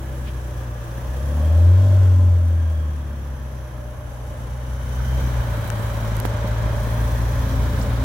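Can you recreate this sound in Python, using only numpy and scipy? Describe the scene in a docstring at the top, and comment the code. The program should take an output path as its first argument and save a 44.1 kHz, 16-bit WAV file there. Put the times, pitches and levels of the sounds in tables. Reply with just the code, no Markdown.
"""A V8 sports car creeps off a pavement into a city street, followed by a hand-held camera.
It idles over the street's wash, with fan tones and the turbulent rush of gas; a shoe scuffs the paving.
One gentle rise of revs sweeps the firing tone into the exhaust's resonance, which booms near 2 s.
The revs sink, the fan stops, and from 4.3 s the clutch takes the load: unequal firings lope and throb.
Near 6 s fingers click and rub on the camera, which then closes in on the car's rear wing."""
import sys
import numpy as np
from scipy import signal
from scipy.fft import rfft, irfft
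from scipy.io import wavfile
from scipy.ndimage import map_coordinates

SR = 44100
rng = np.random.default_rng(int(sys.argv[2]) if len(sys.argv) > 2 else 0)


def wrap_up_sound(samples):
    """Save the sound to the file named by the first command line argument, as 16-bit audio."""
    columns = np.atleast_2d(samples).T
    # keep every value between -1 and 1, then stretch to whole-number steps
    tamed = np.clip(columns, -1, 1)
    steps = np.round(tamed * 32767).astype(np.int16)
    wavfile.write(sys.argv[1], SR, steps)


N = 354563
TIME = np.arange(N) / SR


def gain_of(db):
    """Amplitude ratio of a level in decibels."""
    return 10 ** (np.asarray(db) / 20)


def unit_rms(x):
    """Normalisation to rms 1."""
    return x / np.sqrt(np.mean(x ** 2) + 1e-20)


def curves(rows):
    """Linear interpolation of each column of a timed table."""
    times, *columns = np.transpose(rows)
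    return [np.interp(TIME, times, column) for column in columns]


def ramp(start_s, end_s):
    """Linear transition from 0 to 1."""
    return np.interp(TIME, (start_s, end_s), [0, 1])


def swell(at_s, half_width_s):
    """Gaussian envelope of height 1."""
    return np.exp(-((TIME - at_s) / half_width_s) ** 2)


def wander(rate_hz):
    """Random modulation of rms 1, band-limited to about the given rate."""
    points, coarse_s = rng.standard_normal(4000), TIME[::16]
    smooth = map_coordinates(points, [coarse_s * 2 * rate_hz + 5], order=2, mode="wrap")
    return unit_rms(np.interp(TIME, coarse_s, smooth))


def at_bins(spectrum):
    """Log-frequency interpolation onto the Fourier bins."""
    hz, value = np.transpose(spectrum)
    return np.interp(np.log(np.fft.rfftfreq(N, 1 / SR) + 1), np.log(hz + 1), value)


def coloured(x, spectrum):
    """Spectral shaping, normalised to rms 1."""
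    return unit_rms(irfft(rfft(x) * gain_of(at_bins(spectrum)), N))


def resonate(x, hz, width_hz):
    """Two-pole resonance with gain 1 at its centre."""
    return signal.lfilter(*signal.iirpeak(hz, hz / width_hz, SR), x)


def modal_ring(drive, modes):
    """Modal superposition, rms 1; two passes through each resonance keep the valleys dark."""
    return unit_rms(sum(gain_of(db) * resonate(resonate(drive, hz, width), hz, 4 * width)
                        for hz, width, db in modes))


def pan(db):
    """Channel gains for a left-minus-right level difference."""
    return gain_of([[db / 2], [-db / 2]])


def whine(hz, db, width_hz, steady=0):
    """Line broadening: turbulence blurs a tone in each channel; `steady` weights the pure part."""
    blur = np.array([steady + wander(width_hz) + 1j * wander(width_hz) for side in range(2)])
    carrier = np.exp(2j * np.pi * np.cumsum(hz * np.ones(N)) / SR)
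    return gain_of(db) * unit_rms((blur * carrier).real)


def order_lines(firings, orders, waver, waver_hz):
    """Engine orders: wavering harmonics of the crank, which turns once in four firings; rms 1."""
    out = np.zeros(N)
    for order, db in orders:
        angle = 2 * np.pi * (order * firings / 4 + rng.random())
        in_phase = 1 + waver * wander(waver_hz)
        quadrature = waver * wander(waver_hz)
        out += gain_of(db) * (in_phase * np.cos(angle) + quadrature * np.sin(angle))
    return unit_rms(out)


# Likeness of the two channels: (frequency [Hz], correlation [-1 to 1])
COHERENCE = [(20, 0.71), (150, 1), (300, 0.72), (550, 0.97), (900, 0.15), (2000, 0.25), (4000, -0.0032),
             (8000, -0.0024), (16000, -0.11)]
def air():
    """Spatial coherence: white noise, alike in both channels in the bass and diffuse in the treble."""
    left, independent = rfft(rng.standard_normal((2, N)))
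    likeness = at_bins(COHERENCE)
    right = likeness * left + np.sqrt(1 - likeness ** 2) * independent
    return irfft(np.array([left, right]), N)


# Spectrum of the street: (frequency [Hz], relative level [dB])
STREET_SPECTRUM = [(20, -3), (60, 12.5), (150, -3.5), (400, -30), (1000, -7), (2000, -19.5), (5000, -36),
                   (15000, -47)]
def street():
    """Stationary noise: the city's steady wash."""
    return gain_of(-40.5) * coloured(air(), STREET_SPECTRUM)


def scuff():
    """Friction noise: a shoe brushes the paving."""
    grit = coloured(air(), [(500, -27), (1300, -2), (3000, 4), (4500, -6), (9000, -28)])
    return gain_of(-44) * grit * swell(0.283, 0.024)


# Faint high chirps: (time [s], half-width [s], frequency [Hz], level [dB])
CHIRPS = [(7.793, 0.0039, 9780, -43), (7.815, 0.0027, 5210, -38), (7.825, 0.006, 7500, -42)]
def squeaks():
    """Narrow-band noise in very short bursts."""
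    noise = air()
    return sum(gain_of(db) * swell(s, half_width) * unit_rms(resonate(noise, hz, width_hz=600))
               for s, half_width, hz, db in CHIRPS)


# Slips of a finger: (time [s], half-width [s], level before panning [dB])
FINGER_SLIPS = [(6.256, 0.0075, -35), (6.48, 0.013, -45)]
def rubs():
    """Friction noise: skin brushes the camera's case."""
    grit = coloured(air(), [(3000, 2), (9000, -6), (12000, -1), (15000, -2)])
    return grit * pan(-10) * sum(gain_of(db) * swell(s, half_width) for s, half_width, db in FINGER_SLIPS)


# Tiny knocks: (time [s], level [dB], frequency [Hz], decay [ms], left minus right [dB])
CASE_KNOCKS = [(5.6777, -19, 12930, 0.13, 12), (5.7024, -7.5, 8470, 0.066, 26),
               (5.7029, -14.5, 1672, 0.63, 24), (6.168, -11, 12010, 0.083, -20),
               (6.2013, -6, 12310, 0.1, -20), (6.2527, -32, 2198, 0.21, -25)]
def clicks():
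    """Damped oscillation: the camera's case rings for an instant, mostly in one channel."""
    out, t = np.zeros((2, N)), np.arange(1024) / SR
    for s, db, hz, decay_ms, side_db in CASE_KNOCKS:
        start = round(s * SR)
        knock = -gain_of(db) * np.exp(-1000 * t / decay_ms) * np.cos(2 * np.pi * hz * t - np.pi / 4)
        out[:, start:start + len(t)] += knock * pan(side_db) / pan(side_db).max()
    return out


# Firmer taps: (time [s], unfiltered level [dB], width [ms], cutoff [Hz], left minus right [dB])
CASE_TAPS = [(5.7022, -11, 0.15, 7000, 24), (6.2528, 0, 0.7, 2000, -24)]
def thumps():
    """Critical damping: a quick push on the case and its slower rebound."""
    out, t = np.zeros((2, N)), np.arange(1024) / SR
    for s, db, width_ms, cutoff_hz, side_db in CASE_TAPS:
        start, age = round(s * SR), 1000 * t / width_ms
        push = signal.lfilter(*signal.butter(2, cutoff_hz, fs=SR), (age - 1) * np.exp(-age))
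        out[:, start:start + len(t)] += gain_of(db) * push * pan(side_db) / pan(side_db).max()
    return out


def load():
    """Engine load: 0 running free, 1 once the clutch has taken up the car."""
    return ramp(4.26, 5.1)


# Engine speed: (time [s], firing rate [Hz])
FIRING_RATE = [(0.05, 64.36), (0.66, 59.5), (0.82, 58.9), (0.99, 60.86), (1.11, 63.8), (1.19, 66.35),
               (1.68, 87.75), (1.85, 96.55), (1.87, 96.74), (1.94, 94.5), (2.27, 89.1), (2.43, 84.8),
               (2.6, 82.9), (3.02, 71.4), (3.64, 62.1), (3.85, 60.8), (3.99, 60.8), (4.25, 59.46),
               (4.8, 62.2), (5.18, 63.3), (5.57, 55.47), (6.52, 55.4), (6.76, 56.9), (6.91, 56.93),
               (7.27, 58.46), (7.95, 58.26)]
def firing_hz():
    """The exhaust's fundamental frequency is the rate of firing."""
    return curves(FIRING_RATE)[0]


# The engine's effort, as gas flow: (time [s], level [dB])
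GAS_FLOW = [(0.0, -46), (0.09, -45), (0.77, -45), (1.55, -41.5), (2.04, -42), (2.39, -46.5), (3.98, -49),
            (4.78, -44.5), (5.2, -38.5), (5.45, -38), (7.95, -37.5)]
def level(idle_db, per_flow_db, per_octave_db, close_db):
    """Power law: a layer's level in dB follows flow and revs, and gains as the camera nears the wing."""
    idle_flow_db, idle_hz = -48, 60
    flow_db = curves(GAS_FLOW)[0] - idle_flow_db
    octaves = np.log2(firing_hz() / idle_hz)
    return idle_db + per_flow_db * flow_db + per_octave_db * octaves + close_db * ramp(6.194, 7.15)


def fan(blade_hz=332.6, power_off_s=3.65, slowing_per_s=0.4):
    """Blade-passing tone: it holds its pitch until the power is cut, then sinks and dies."""
    hz = blade_hz * np.exp(-slowing_per_s * np.maximum(TIME - power_off_s, 0))
    db = np.maximum(-46 - 7.5 * TIME, -54.5)
    return (1 - ramp(4.21, 4.4)) * whine(hz, db, width_hz=6.3, steady=8.4)


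def pump():
    """A broadened tone: the pump's whine, slowly fading."""
    return whine(hz=1698, db=-55 - 3.5 * TIME, width_hz=22, steady=0.52)


# The intake's whistle: (time [s], frequency [Hz], level [dB])
INTAKE_WHISTLE = [(0.9, 3180, -75), (1.45, 3207, -56), (1.9, 3277, -56.5), (2.35, 3260, -66),
                  (2.75, 3269, -58), (3.3, 3211, -68), (4.4, 3030, -69), (4.85, 3066, -57.5),
                  (5.2, 3120, -52.5), (5.6, 3200, -74), (8.0, 3260, -66)]
def intake():
    """Flow noise in a narrow, gliding band."""
    return whine(*curves(INTAKE_WHISTLE), width_hz=60)


# Thin tones: (time [s], half-width [s], frequency [Hz], broadening [Hz], level [dB])
THIN_TONES = [(0.3, 0.66, 380, 5, -62), (1.17, 0.28, 480, 5.916, -56), (0.85, 0.71, 1190, 25, -53.5),
              (1.5, 0.33, 1100, 35, -50.5), (2.1, 0.52, 4400, 299, -67), (1.85, 0.4, 5500, 97, -64),
              (2.827, 0.35, 1090, 35, -53), (2.66, 0.28, 1610, 40, -54), (4.44, 0.74, 830, 37, -51.5),
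              (4, 0.55, 11200, 500, -62.5), (4.27, 0.11, 9300, 35, -65), (5.11, 0.55, 6000, 230, -58),
              (5.01, 0.31, 1500, 54, -48)]
def whistles():
    """Narrow-band noise, heard as whistles that come and go."""
    return sum(whine(hz, db, width) * swell(s, half_width) for s, half_width, hz, width, db in THIN_TONES)


# Rings in the engine bay's hiss: (frequency [Hz], bandwidth [Hz], relative level [dB])
BAY_RESONANCES = [(3020, 110, -1.5), (5710, 91, -1), (6070, 58, 3), (9300, 130, -3), (11000, 630, -8.5)]
def engine_bay():
    """Resonances excited by noise, louder under load."""
    return gain_of(-62 + 4.5 * load()) * modal_ring(air(), BAY_RESONANCES)


def ground_bounce(x):
    """Comb filtering: the paving returns a weak copy whose delay drifts as the camera sways."""
    delay_s = 0.0013 * (1 + 0.06 * wander(0.7))
    return x + 0.16 * np.array([np.interp(TIME - delay_s, TIME, side) for side in x])


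# Gain of the highest treble: (time [s], gain [dB])
TREBLE_GAIN = [(0.0, 4), (0.8, 1), (1.4, 2), (1.85, -2), (2.3, -0.5), (3.0, 0), (3.9, 2.5), (4.9, 0.5),
               (5.4, 1), (6.0, 1), (6.4, -2.5), (6.65, -2), (6.95, 2), (8.0, 0)]
def sway(x, depth_db=0.96, rate_hz=1.143):
    """Directivity: treble bands drift in level as the camera turns; the top dims and brightens."""
    spectrum, hz = rfft(x), np.fft.rfftfreq(N, 1 / SR)
    centres_hz = np.linspace(3000, 15000, 9)
    low, *treble = [irfft(spectrum * np.interp(hz, centres_hz, band), N) for band in np.eye(9)]
    shares = np.interp(centres_hz[1:], [6000, 10500], [0, 1])
    top_db, = curves(TREBLE_GAIN)
    return low + sum(band * gain_of(depth_db * wander(rate_hz) + share * top_db)
                     for band, share in zip(treble, shares))


# Spectra of roar and hiss, idling and loaded: (frequency [Hz], relative level [dB])
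IDLE_ROAR = [(180, -44), (300, -4), (343, -6), (391, -7), (418, -4.5), (451, -5.5), (588, 3.5), (643, -8.5),
             (829, -9.5), (1470, -15), (1640, -13), (2290, -25), (3260, -25.5), (4200, -34), (5460, -39.5),
             (9240, -120)]
LOADED_ROAR = [(180, -100), (300, -15), (400, -13), (437, -8), (510, -8), (588, 4), (694, -13),
               (1020, -8.5), (1400, -14.5), (1680, -14), (2730, -26), (3190, -22.5), (4200, -28.5),
               (5460, -48), (9240, -120)]
IDLE_HISS = [(2240, -6.5), (3800, -2), (3960, -6), (4880, -4.5), (6200, 3.5), (6660, -1), (7730, -1),
             (8550, -5.5), (9020, -4.5), (9920, -2.5), (11200, -1), (13100, -5.5), (15000, -3.5),
             (15800, -2)]
LOADED_HISS = [(2240, -47), (3800, -12), (4710, -2.5), (5910, 4), (6980, 0), (8200, -2), (11600, -0.5),
               (13600, -1), (15100, -4), (15800, 2)]
def rush(firings, hiss_lead_s=0.096):
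    """Turbulence noise: fans and escaping gas roar and hiss, pulsing with the engine."""
    noise, pull = air(), load()
    roar = (1 - pull) * coloured(noise, IDLE_ROAR) + pull * coloured(noise, LOADED_ROAR)
    roar = unit_rms(roar - 0.85 * resonate(roar, 605.7, 123))  # hollow where the tailpipes take over
    roar_db = level(idle_db=-45, per_flow_db=1.0913, per_octave_db=-2.5, close_db=0.15)
    roar *= gain_of(roar_db + 0.5 * wander(22)) * (1 + 0.048 * np.cos(2 * np.pi * firings))
    hiss = unit_rms((1 - pull) * coloured(noise, IDLE_HISS) + pull * coloured(noise, LOADED_HISS))
    hiss_db = level(idle_db=-54.5, per_flow_db=1, per_octave_db=1.8, close_db=0.9)
    hiss_db = np.maximum(hiss_db, np.interp(TIME + hiss_lead_s, TIME, hiss_db))  # rises ahead of the roar
    hiss *= gain_of(hiss_db + 0.76 * wander(12)) * (1 + 0.15 * np.cos(np.pi * firings))
    return roar * pan(-0.81) + hiss * pan(-0.4)


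# The tailpipes' ring: (time [s], relative level [dB])
RING_ENVELOPE = [(0.0, -43), (0.25, -45), (0.85, -44), (1.15, -38), (1.9, -39), (2.4, -43.5), (3.1, -47),
                 (3.8, -40), (4.3, -39.5), (4.7, -44.5), (5.1, -45), (5.4, -35.5), (6.8, -31), (7.3, -36),
                 (8.0, -35.5)]
def ring_db():
    """Envelope in dB shared by the tailpipes' resonances and their tone."""
    return curves(RING_ENVELOPE)[0] - 6.5


def pipe_tone():
    """Edge tone: gas crossing the tailpipes' lips holds a narrow note that weakens under load."""
    hz = 596 * (1 + 0.01 * wander(1.2))
    return whine(hz, ring_db() - 1.5 - 5.5 * load(), width_hz=11, steady=1.9)


# Strength of each cylinder in firing order: (relative level [dB])
CYLINDER_LEVELS = [-3.5, -16.5, -3, -8, -4.5, -7.5, -3, -7]
# Tailpipe resonances: (frequency [Hz], bandwidth [Hz], relative level [dB])
TAILPIPE_MODES = [(579, 51, -24), (596, 48, 8), (1032, 48, -2.5), (1684, 150, -16.5)]
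# Muffler transmission: (frequency [Hz], relative gain [dB])
MUFFLER_RESPONSE = [(20, -40), (36, 0), (46, 8), (90, 12), (140, 1), (175, 1.5), (205, 1), (232, 0.5),
                    (265, -3.5), (330, -7), (420, -11.5), (520, -20), (800, -43)]
def puffs(firings, gas_share=0.6, decay_firings=0.43):
    """Source and filter: each firing's pulse and puff ring the tailpipes; the muffler rumbles with gas."""
    count = firings.astype(int)
    scatter_db = rng.standard_normal(1000)[count]
    strength = gain_of(np.take(CYLINDER_LEVELS, count, mode="wrap") + scatter_db)
    pulses = unit_rms(np.diff(count, prepend=0) * strength)
    gas = unit_rms(air() * strength * (0.3 + np.exp(-(firings % 1) / decay_firings)))
    ring = modal_ring((1 - gas_share) * pulses + gas_share * gas, TAILPIPE_MODES)
    rumble_db = level(idle_db=-42, per_flow_db=1, per_octave_db=1.5, close_db=1)
    rumble_db += 2 * load()  # more turbulent under load
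    return gain_of(ring_db()) * ring + gain_of(rumble_db) * coloured(gas, MUFFLER_RESPONSE)


THROTTLE_S = 1.41  # the driver opens the throttle briefly
# Open-throttle overtones: (engine order, relative level [dB])
SNARL_LINES = [(16, -3), (18, 1), (28, 3), (29, 7), (30, -2), (32, 1), (36, -2), (38, 2), (42, -4),
               (44, -9)]
def snarl(firings):
    """Sharper pulses carry higher harmonics: clear overtones climb while the throttle is open."""
    lines = order_lines(firings, SNARL_LINES, waver=0.25, waver_hz=5)
    return gain_of(-40.5) * swell(THROTTLE_S, 0.28) * lines


# Rough overtones: (engine order, relative level [dB])
HOWL_LINES = [(14, -9), (16, -9), (18, -4), (21, -5), (24, -1), (25, -5), (26, 0.5), (28, -8), (29, -5),
              (30, -3), (32, 2), (34, -4), (35, -1), (38, 2), (41, -8), (43, -5), (45, -0.5), (46, -6),
              (63, 0.5)]
# Their strength against revs: (firing rate [Hz], level before the throttle's boost [dB])
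HOWL_LEVELS = [(58, -53.5), (70, -61), (82, -47.5), (95, -39)]
# Pipe transmission: (frequency [Hz], relative gain [dB])
PIPE_RESPONSE = [(330, -4), (450, -4), (545, 5), (620, 11.5), (690, -17), (800, -4), (930, -11), (1030, 5),
                 (1150, -11), (1450, -5), (2000, -12)]
def howl(firings):
    """Formant filtering: overtones grow with revs and throttle and sweep through the pipes' resonances."""
    db = np.interp(firing_hz(), *np.transpose(HOWL_LEVELS)) + 5 * swell(THROTTLE_S, 0.19)
    lines = order_lines(firings, HOWL_LINES, waver=0.5, waver_hz=8)
    return gain_of(db) * coloured(lines, PIPE_RESPONSE)


# Overtones beside the car: (engine order, relative level [dB])
FLANK_LINES = [(6, 7.5), (14, 1.5), (16, -14), (18, 6.5), (20, -6), (22, -6), (26, -10), (30, -5)]
def flank(firings):
    """Proximity: strongly wavering harmonics emerge as the camera reaches the car's flank."""
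    return gain_of(-33) * ramp(6.67, 7.86) * order_lines(firings, FLANK_LINES, waver=0.77, waver_hz=12)


# Middle overtones: (engine order, relative level [dB])
BURBLE_LINES = [(8, -5), (10, 3), (12, 6), (13, -6), (14, 0), (15, -11), (16, -4), (18, -8.5), (21, -9)]
# Response of the muffler's shell: (frequency [Hz], relative gain [dB])
SHELL_RESPONSE = [(100, 8), (150, -2.5), (182, -8), (208, -2.5), (234, 5.5), (258, 4.5), (290, -6),
                  (340, 0.5), (400, 4.5), (600, -1)]
def burble(firings):
    """Shell resonance colours the middle harmonics; fast amplitude modulation makes them growl."""
    db = level(idle_db=-48, per_flow_db=0.755, per_octave_db=6, close_db=0)
    db += 4 * swell(1.65, 0.11)  # peaks as the pipes fill
    lines = order_lines(firings, BURBLE_LINES, waver=0.55, waver_hz=5.5)
    growl = 1 + 0.17 * wander(35)  # no two firings are quite alike
    return gain_of(db) * coloured(lines, SHELL_RESPONSE) * growl


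# Lines around the firing tone and its octave: (engine order, relative level [dB])
LOPE_LINES = [(3, -12), (5, -1.5), (6, 0.5), (7, -16), (9, -21)]
def lope(firings):
    """Sidebands: unequal cylinders add lines that beat with the firing tone."""
    db = level(idle_db=-42.5, per_flow_db=0.19, per_octave_db=0, close_db=10.5)
    db += 7 * swell(THROTTLE_S, 0.19)
    return gain_of(db) * order_lines(firings, LOPE_LINES, waver=0.12, waver_hz=3)


CLUTCH_SLIP = swell(5.8, 0.8)
# Weak firings: (time [s], gain [dB])
WEAK_FIRINGS = [(4.38, -8), (5.64, -8), (5.79, -11)]
def judder_db(period_s=0.129, phase_origin_s=8.8):
    """Amplitude modulation: the firing tone throbs as the clutch slips and dips at weak firings."""
    depth_db = 2.5 * CLUTCH_SLIP * (1 + 0.31 * wander(3))
    throb_db = -depth_db * np.cos(2 * np.pi * (TIME - phase_origin_s) / period_s)
    return throb_db + sum(db * swell(s, 0.038) for s, db in WEAK_FIRINGS)


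# Resonance curve of the exhaust: (frequency [Hz], level of a tone at idle flow [dB])
EXHAUST_RESPONSE = [(55, -35.5), (59, -33.5), (63, -30.5), (69, -27.5), (77, -21), (88, -14), (98, -18),
                    (110, -35), (120, -36), (132, -38.5), (152, -40), (170, -50), (195, -48)]
def boom(firings, lag_rad=0.03):
    """Forced resonance: the firing tone and its octave swell where they meet the exhaust's peaks."""
    response = np.transpose(EXHAUST_RESPONSE)
    bite_db = 1.5 * swell(5.15, 0.18)  # the clutch bites
    tone_db = np.interp(firing_hz(), *response) + bite_db + judder_db()
    tone_db += level(idle_db=-0.5, per_flow_db=0.87, per_octave_db=-0.6, close_db=3.5)
    tone_db -= 1.2 * load() * wander(7.5)  # combustion is less even under load
    octave_db = np.interp(2 * firing_hz(), *response) + 0.62 * bite_db
    octave_db += level(idle_db=0, per_flow_db=0.98, per_octave_db=0.3, close_db=0.495)
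    tone = gain_of(tone_db) * np.cos(2 * np.pi * firings)
    channel_phase = np.array([[lag_rad], [-lag_rad]])  # the octave arrives slightly out of step
    octave = gain_of(octave_db) * np.cos(4 * np.pi * firings + channel_phase)
    return -np.sqrt(2) * (tone + octave)


def scene():
    """Superposition: one running count of firings keeps the exhaust's layers in step over the street."""
    unsteadiness = 0.005 * (1 + CLUTCH_SLIP)  # the speed hunts, more so while the clutch slips
    firings = np.cumsum(firing_hz() * (1 + unsteadiness * wander(4))) / SR
    car = (boom(firings) + lope(firings)) * pan(1.24)
    car += burble(firings) + flank(firings) + howl(firings) + puffs(firings)
    car += sway(ground_bounce(rush(firings)))
    car += snarl(firings) + pipe_tone()
    car += engine_bay() + fan() + pump() + intake() + whistles()
    return car + street() + scuff() + clicks() + thumps() + rubs() + squeaks()


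def record(dry):
    """Band limiting: the recorder's steep low-pass filter."""
    low_pass = signal.firwin(511, cutoff=15900, window=("kaiser", 9), fs=SR)
    return signal.oaconvolve(dry, low_pass[None], "same")


dry = scene()
out = record(dry)
wrap_up_sound(out)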